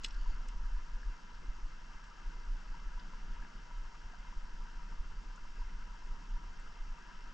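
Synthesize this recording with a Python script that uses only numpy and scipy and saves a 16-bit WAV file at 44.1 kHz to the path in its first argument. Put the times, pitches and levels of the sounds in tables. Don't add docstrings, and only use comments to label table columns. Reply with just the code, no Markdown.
import sys
import numpy as np
from scipy import signal
from scipy.fft import rfft, irfft
from scipy.io import wavfile
from scipy.ndimage import uniform_filter1d

SR = 44100
rng = np.random.default_rng(int(sys.argv[2]) if len(sys.argv) > 2 else 0)


def generate_wav(signal):
    frames = np.transpose(np.atleast_2d(signal))
    scaled = np.clip(frames, -1, 1) * 32767
    pcm = np.round(scaled).astype(np.int16)
    wavfile.write(sys.argv[1], SR, pcm)


N = 323253
TIME, FREQ = np.arange(N) / SR, np.fft.rfftfreq(N, 1 / SR)

# f/Hz, relative level/dB
WATER_SPECTRUM = [(60, -5), (118, -6.5), (150, 2.5), (210, 0), (270, -5.5), (450, -9), (680, -12.5),
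                  (1300, -7.5), (1750, -7.5), (2330, -15), (3600, -17.5), (4250, -19), (4600, -17),
                  (5500, -15), (6300, -22.5), (7850, -26.5), (8150, -35), (9000, -41.5), (11500, -49.5),
                  (13500, -62.5)]
# f/Hz, width/Hz, lift/dB
HOUSING_MODES = [(960.3, 130, 12), (1200, 30, 7), (1319, 72, 7), (1464, 137, 5), (1620, 103, 6),
                 (2083, 73, 7), (2710, 270, 8.5), (2960, 120, 3), (3130, 200, 5.5), (4620, 200, 2),
                 (6780, 500, 4.5)]
# f/Hz, coherence (0-1), left minus right/dB
PORT_RESPONSE = [(101, 0.8, 0), (292, 0.57, -5.5), (670, 0.42, -2.5), (970, 0.9, 5), (1130, 0.43, 2),
                 (1340, 0.93, 4.5), (2320, 0.51, 0.5), (2750, 0.4, 3.5), (3300, 0.52, -0.5),
                 (4340, 0.9, -0.5), (5300, 1, -4), (8000, 0.98, 3.5)]
# f/Hz, lag/rad
PORT_PHASE = [(250, 0.11), (900, 0.097), (1150, 0.53), (1800, 0.63), (2500, 0.93), (3800, 0.067),
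              (4400, 0.023)]
# t/s, gain/dB
FLOW_GAIN = [(0, -57), (1.3, -58.5), (3.3, -57), (3.8, -58), (5.2, -58.5), (7.33, -57.5)]
# t/s, gain/dB
CHURN_GAIN = [(0, -58), (.55, -54), (1.0, -58), (2.9, -56), (3.35, -55), (3.9, -57), (4.5, -56), (5.8, -57),
              (6.25, -54), (6.8, -57)]
# t/s, gain/dB, length/s
CHURN_SURGES = [(.29, -51, 0.038), (1.44, -50.5, 0.051), (3.29, -50.5, .09), (3.55, -51, 0.033),
                (5.26, -54, 0.087)]
# f/Hz, relative level/dB
WIND_SPECTRUM = [(10, -5), (19, 4.5), (29, 4.5), (36, 1), (48, -19.5), (65, -33.5), (100, -40), (200, -79),
                 (1000, -110)]
# t/s, level/dB
BREEZE_LEVEL = [(0, -42), (.5, -39), (.95, -42.5), (1.25, -48), (1.7, -42.5), (2.05, -51), (2.35, -42),
                (3.15, -46), (3.6, -50.5), (4.45, -43.5), (5.3, -44), (6.35, -43), (6.95, -46),
                (7.06, -56.5), (7.15, -44.5), (7.3, -49.5)]
# t/s, level/dB, length/s, burble level/dB
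WIND_GUSTS = [(.2, -36, 0.15, -66), (0.326, -29.5, 0.069, -53), (0.563, -36.5, 0.069, -64),
              (0.647, -34, 0.06, -67), (0.777, -31.5, 0.057, -56), (1.076, -29.5, 0.042, -56),
              (1.497, -36, 0.031, -70), (1.654, -36.5, 0.035, -72), (2.526, -34.5, 0.081, -61),
              (2.913, -38.5, 0.14, -74), (3.3, -36, 0.045, -66), (3.38, -39, 0.093, -58),
              (3.77, -36, 0.046, -56), (3.855, -36.5, 0.027, -66), (4.06, -44, 0.029, -52.5),
              (4.294, -48, 0.028, -61.5), (4.559, -35.5, 0.037, -61), (5.074, -44.5, 0.14, -57),
              (5.637, -36, 0.11, -55.5), (5.8, -42, 0.17, -67), (6.339, -32, 0.044, -58),
              (6.49, -52, 0.086, -57.5), (6.872, -37, 0.079, -59.5)]
# f/Hz, width/Hz, relative level/dB
WHINE_MODES = [(5990, 87, -4), (5450, 1200, -9.5)]
# t/s, level/dB, rise/s, decay/s, tilt/(dB per octave),
# touched spot's f/Hz, its lift/dB, treble cut-off/Hz
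CASE_CLICKS = [(0.0356, -43, 0.00056, 0.00093, 8, 6770, 17.5, 7400),
               (0.0467, -30.5, 0.0029, 0.0044, -2.5, 3000, 3, 13000),
               (.061, -49.5, 0.0055, 0.01, 0, 2930, 1, 13000), (.085, -57, .003, 0.004, 2, 7800, 8, 8500),
               (0.107, -56, 0.0015, 0.0016, -2, 3150, 10, 5000),
               (.109, -50, .001, 0.0018, 6, 5550, 9, 6300), (.124, -61, .001, .002, 3, 7800, 11, 8200),
               (0.1455, -56, .001, .002, 4, 5200, 6, 7500),
               (0.4863, -53.5, 0.002, 0.0032, 9, 7400, -3, 10100),
               (0.49, -53.5, .0015, 0.0051, -5, 2050, 11, 5000),
               (2.042, -59.5, .002, 0.0044, 1, 7400, 13, 8000),
               (2.997, -52, .001, 0.002, 4, 4900, 16, 6800), (5.361, -61, .002, 0.004, 9, 6830, 15, 8500),
               (6.599, -62, .001, .002, 7, 7700, 21, 9000)]
# f/Hz, width/Hz, relative level/dB
PLASTIC_MODES = [(2060, 70, -1), (2660, 90, -3), (2890, 130, 3), (3435, 70, -1), (3900, 90, -6),
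                 (4110, 70, 2), (4660, 70, 1), (5160, 60, 0), (5465, 70, -2), (6300, 120, -10),
                 (6720, 150, -10), (7500, 120, -10), (7820, 110, -5), (9130, 150, -8)]
# f/Hz, relative level/dB
CRACK_SPECTRUM = [(900, -10), (2250, -19), (2850, 0), (5300, 0.5), (7900, -6), (8500, -15), (9300, -20),
                  (10200, -22), (13500, -25)]
# f/Hz, width/Hz, relative level/dB
RUB_MODES = [(2940, 380, -2.5), (4560, 520, 1), (5450, 600, -6), (6860, 900, -3.5)]
# t/s, level/dB, f/Hz, decay/cycles
NEAR_BUBBLES = [(.259, -47.5, 990, 10), (.383, -52, 975, 7.2), (.445, -53, 970, 5), (.46, -49, 954, 8),
                (.524, -50, 950, 11), (.765, -50, 970, 8.9), (1.031, -43.5, 1660, 5.7),
                (1.19, -47, 980, 4.6), (1.336, -54, 1320, 11), (1.389, -49, 960, 4.2),
                (2.035, -56, 1180, 17), (2.04, -53, 1630, 12), (2.11, -50, 1300, 10),
                (2.363, -51.5, 977, 12), (2.606, -51, 950, 5), (2.742, -46, 944, 10), (2.976, -47, 980, 10),
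                (3.134, -48, 995, 8.9), (3.365, -50, 977, 12), (3.424, -47, 1650, 7),
                (3.449, -48.5, 955, 6), (3.449, -47, 1650, 5), (3.945, -48.5, 1200, 6),
                (4.134, -52.5, 717, 5), (4.249, -48, 970, 6.3), (4.326, -49, 961, 6),
                (4.654, -49, 905, 4.6), (4.924, -47, 950, 6.4), (5.235, -51, 965, 6.2),
                (5.305, -52.5, 1560, 15), (5.355, -54, 1010, 6.2), (5.378, -48, 1420, 10),
                (5.451, -46, 966, 4.4), (5.6165, -47, 970, 7), (5.822, -49, 1500, 6),
                (5.945, -50, 915, 9.4), (6.235, -50.5, 975, 9), (6.662, -51, 1330, 4.6),
                (7.09, -51, 997, 9.2), (7.111, -47.5, 1600, 11)]

LEFT_RIGHT = np.array([[1], [-1]])


def undb(db):
    return 10 ** (np.asarray(db) / 20)


def unit(x):
    return x / np.sqrt(np.mean(x ** 2))


def over_time(rows):
    return np.interp(TIME, *np.transpose(rows))


def over_hz(rows, hz=FREQ, column=1):
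    rows = np.array(rows)
    return np.interp(np.log(hz + 1), np.log(rows[:, 0]), rows[:, column])


def shape(x, gain):
    return irfft(rfft(x) * gain, N)


def noise(gain):
    return shape(rng.standard_normal(N), gain)


def wander(rate_hz):
    return unit(noise(np.exp(-(FREQ / rate_hz) ** 2) * (FREQ > 0)))


def swells(rows):
    return sum(undb(db) ** 2 * np.exp(-(2 * (TIME - s) / length) ** 2) for s, db, length in rows)


def resonate(modes, hz):
    return sum(undb(db) / (1 + 2j * (hz - f) / width) for f, width, db in modes)


def add(out, s, sound):
    start = int(np.clip(s * SR, 0, N - 1))
    out[start:start + len(sound)] += sound[:N - start]


def bubble(hz, cycles, glide):
    age = np.arange(int(5 * cycles * SR / hz) + 2) * hz / SR / cycles
    phase = 2 * np.pi * cycles * (age + glide * age ** 2 / 10)
    return np.sin(phase) * np.exp(-age) * (1 - np.exp(-8 * age))


def babble(count, spread_db, cycles, low_hz, high_hz):
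    out = np.zeros(N)
    for when, pitch, faintness, ring in rng.random((count, 4)):
        hz = low_hz * (high_hz / low_hz) ** pitch
        gain = undb(-spread_db * np.log(faintness + 0.017))
        add(out, when * N / SR, gain * bubble(hz, cycles * (.5 + ring), glide=0.2))
    return unit(out)


def froth(flicker_db, surge_db):
    out, surge = 0, wander(10.7)
    edges = np.r_[0, 120 * 2 ** np.arange(0, 6.5, .5), SR]
    for low, high in zip(edges, edges[1:]):
        band = noise((FREQ >= low) & (FREQ < high))
        swing_db = flicker_db * wander(25) + surge_db * surge
        out = out + band * undb(swing_db / (1 + (low / 3500) ** 2))
    return unit(out)


def ports(direct, diffuse):
    coherence = np.clip(over_hz(PORT_RESPONSE), 0, 1)
    lean = undb(over_hz(PORT_RESPONSE, column=2) / 2) * np.exp(-.5j * over_hz(PORT_PHASE))
    mid = shape(direct, np.sqrt((1 + coherence) / 2))
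    side = shape(diffuse, np.sqrt((1 - coherence) / 2))
    return np.array([shape(mid + side, lean), shape(mid - side, 1 / lean)])


def riffle(churn_swing_db=1.03, spray_db=-57):
    housing_db = sum(db / (1 + (2 * (FREQ - hz) / width) ** 2) for hz, width, db in HOUSING_MODES)
    colour = undb(over_hz(WATER_SPECTRUM) + housing_db)
    bubbles = babble(count=3600, spread_db=3.5, cycles=6.15, low_hz=656, high_hz=3200)
    direct = shape(froth(flicker_db=1.55, surge_db=.5) + undb(-17) * bubbles, colour)
    water = ports(unit(direct), diffuse=unit(noise(colour)))
    low = shape(water, 1 / (1 + (FREQ / 330) ** 4))
    spray = shape(water, 1 - 1 / (1 + (FREQ / 3600) ** 6))
    middle = water - low - spray
    churn = undb(over_time(CHURN_GAIN) + churn_swing_db * wander(5.6))
    low_gain = np.sqrt(churn ** 2 + swells(CHURN_SURGES))
    return low * low_gain + middle * undb(over_time(FLOW_GAIN)) + spray * undb(spray_db)


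def steady(x):
    return x / np.sqrt(uniform_filter1d(np.abs(signal.hilbert(x)) ** 2, size=4400) / 2)


def wind(flutter_db=3.5, swirl_db=-27, burble_hz=57.4, burble_width_hz=34):
    rumble = undb(over_hz(WIND_SPECTRUM))
    eddies, swirl = noise(rumble), noise(rumble)
    burble = noise(np.exp(-((FREQ - burble_hz) / burble_width_hz) ** 2))
    heave = steady(eddies) + undb(swirl_db) * unit(swirl) * LEFT_RIGHT
    breeze = undb(over_time(BREEZE_LEVEL) + flutter_db * wander(21))
    gust_power = swells(row[:3] for row in WIND_GUSTS)
    burble_power = swells((s, db, length) for s, _, length, db in WIND_GUSTS)
    return heave * np.sqrt(breeze ** 2 + gust_power) + steady(burble) * np.sqrt(burble_power)


def whine(pulse_hz=59.94, level_db=-77):
    pulses = np.diff(np.floor(TIME * pulse_hz), prepend=0)
    response = resonate(WHINE_MODES, FREQ) * np.exp(-((FREQ - 5500) / 1300) ** 4)
    return undb(level_db) * unit(shape(pulses, response))


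def clicks(snap_db=-3, scrape_db=-5, spot_width_hz=560):
    out, length, lead_s = np.zeros((2, N)), 8192, .03
    hz, t = np.fft.rfftfreq(length, 1 / SR), np.arange(length) / SR
    ring = resonate(PLASTIC_MODES, hz) * hz ** 8 / (hz ** 8 + 1800 ** 8) / (1 + (hz / 8600) ** 20)
    crack = undb(-14) * undb(over_hz(CRACK_SPECTRUM, hz)) + undb(-12) * np.abs(ring)
    delay = np.exp(-2j * np.pi * hz * lead_s)
    for s, db, rise, decay, tilt, spot_hz, spot_db, top_hz in CASE_CLICKS:
        push = np.exp(np.minimum((t - lead_s) / rise, (lead_s - t) / decay))
        lift_db = spot_db / (1 + (2 * (hz - spot_hz) / spot_width_hz) ** 2)
        tilt_db = tilt * np.log2(np.clip(hz, 2000, 8000) / 4000)
        spot = undb(lift_db + tilt_db) / (1 + (hz / top_hz) ** 12)
        spot_ring, spot_crack = (x / np.sqrt(np.mean(np.abs(x) ** 2))
                                 for x in (spot * ring, spot * crack))
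        snap = undb(snap_db) * np.linalg.norm(push) * delay * spot_ring
        shared, left, right = rng.standard_normal((3, length))
        for port, own in zip(out, (left, right)):
            scrape = undb(scrape_db) * rfft(push * (shared + undb(-8) * own)) * spot_crack
            add(port, s - lead_s, undb(db) * irfft(snap + scrape))
    return out * undb(-0.9 * LEFT_RIGHT)


def rustle(level_db=-68, grain_db=4.5):
    grip = np.exp(-((TIME - .23) / 0.15) ** 2) * undb(2 * wander(30))
    slips = rng.standard_normal(N) * undb(grain_db * wander(400))
    response = sum(np.abs(resonate([mode], FREQ)) ** 2 for mode in RUB_MODES)
    rub = shape(slips, response / (1 + (FREQ / 7900) ** 20))
    return undb(level_db) * grip * unit(rub)


def plops():
    out = np.zeros(N)
    for s, db, hz, cycles in NEAR_BUBBLES:
        add(out, s, undb(db) * bubble(hz, cycles, glide=0.021))
    return out * undb(2.3 * LEFT_RIGHT)


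def scene():
    return riffle() + plops() + wind() + clicks() + rustle() + whine()


def record(dry):
    return signal.sosfilt(signal.ellip(8, .2, 70, 13500, fs=SR, output="sos"), dry)


dry = scene()
out = record(dry)
generate_wav(out)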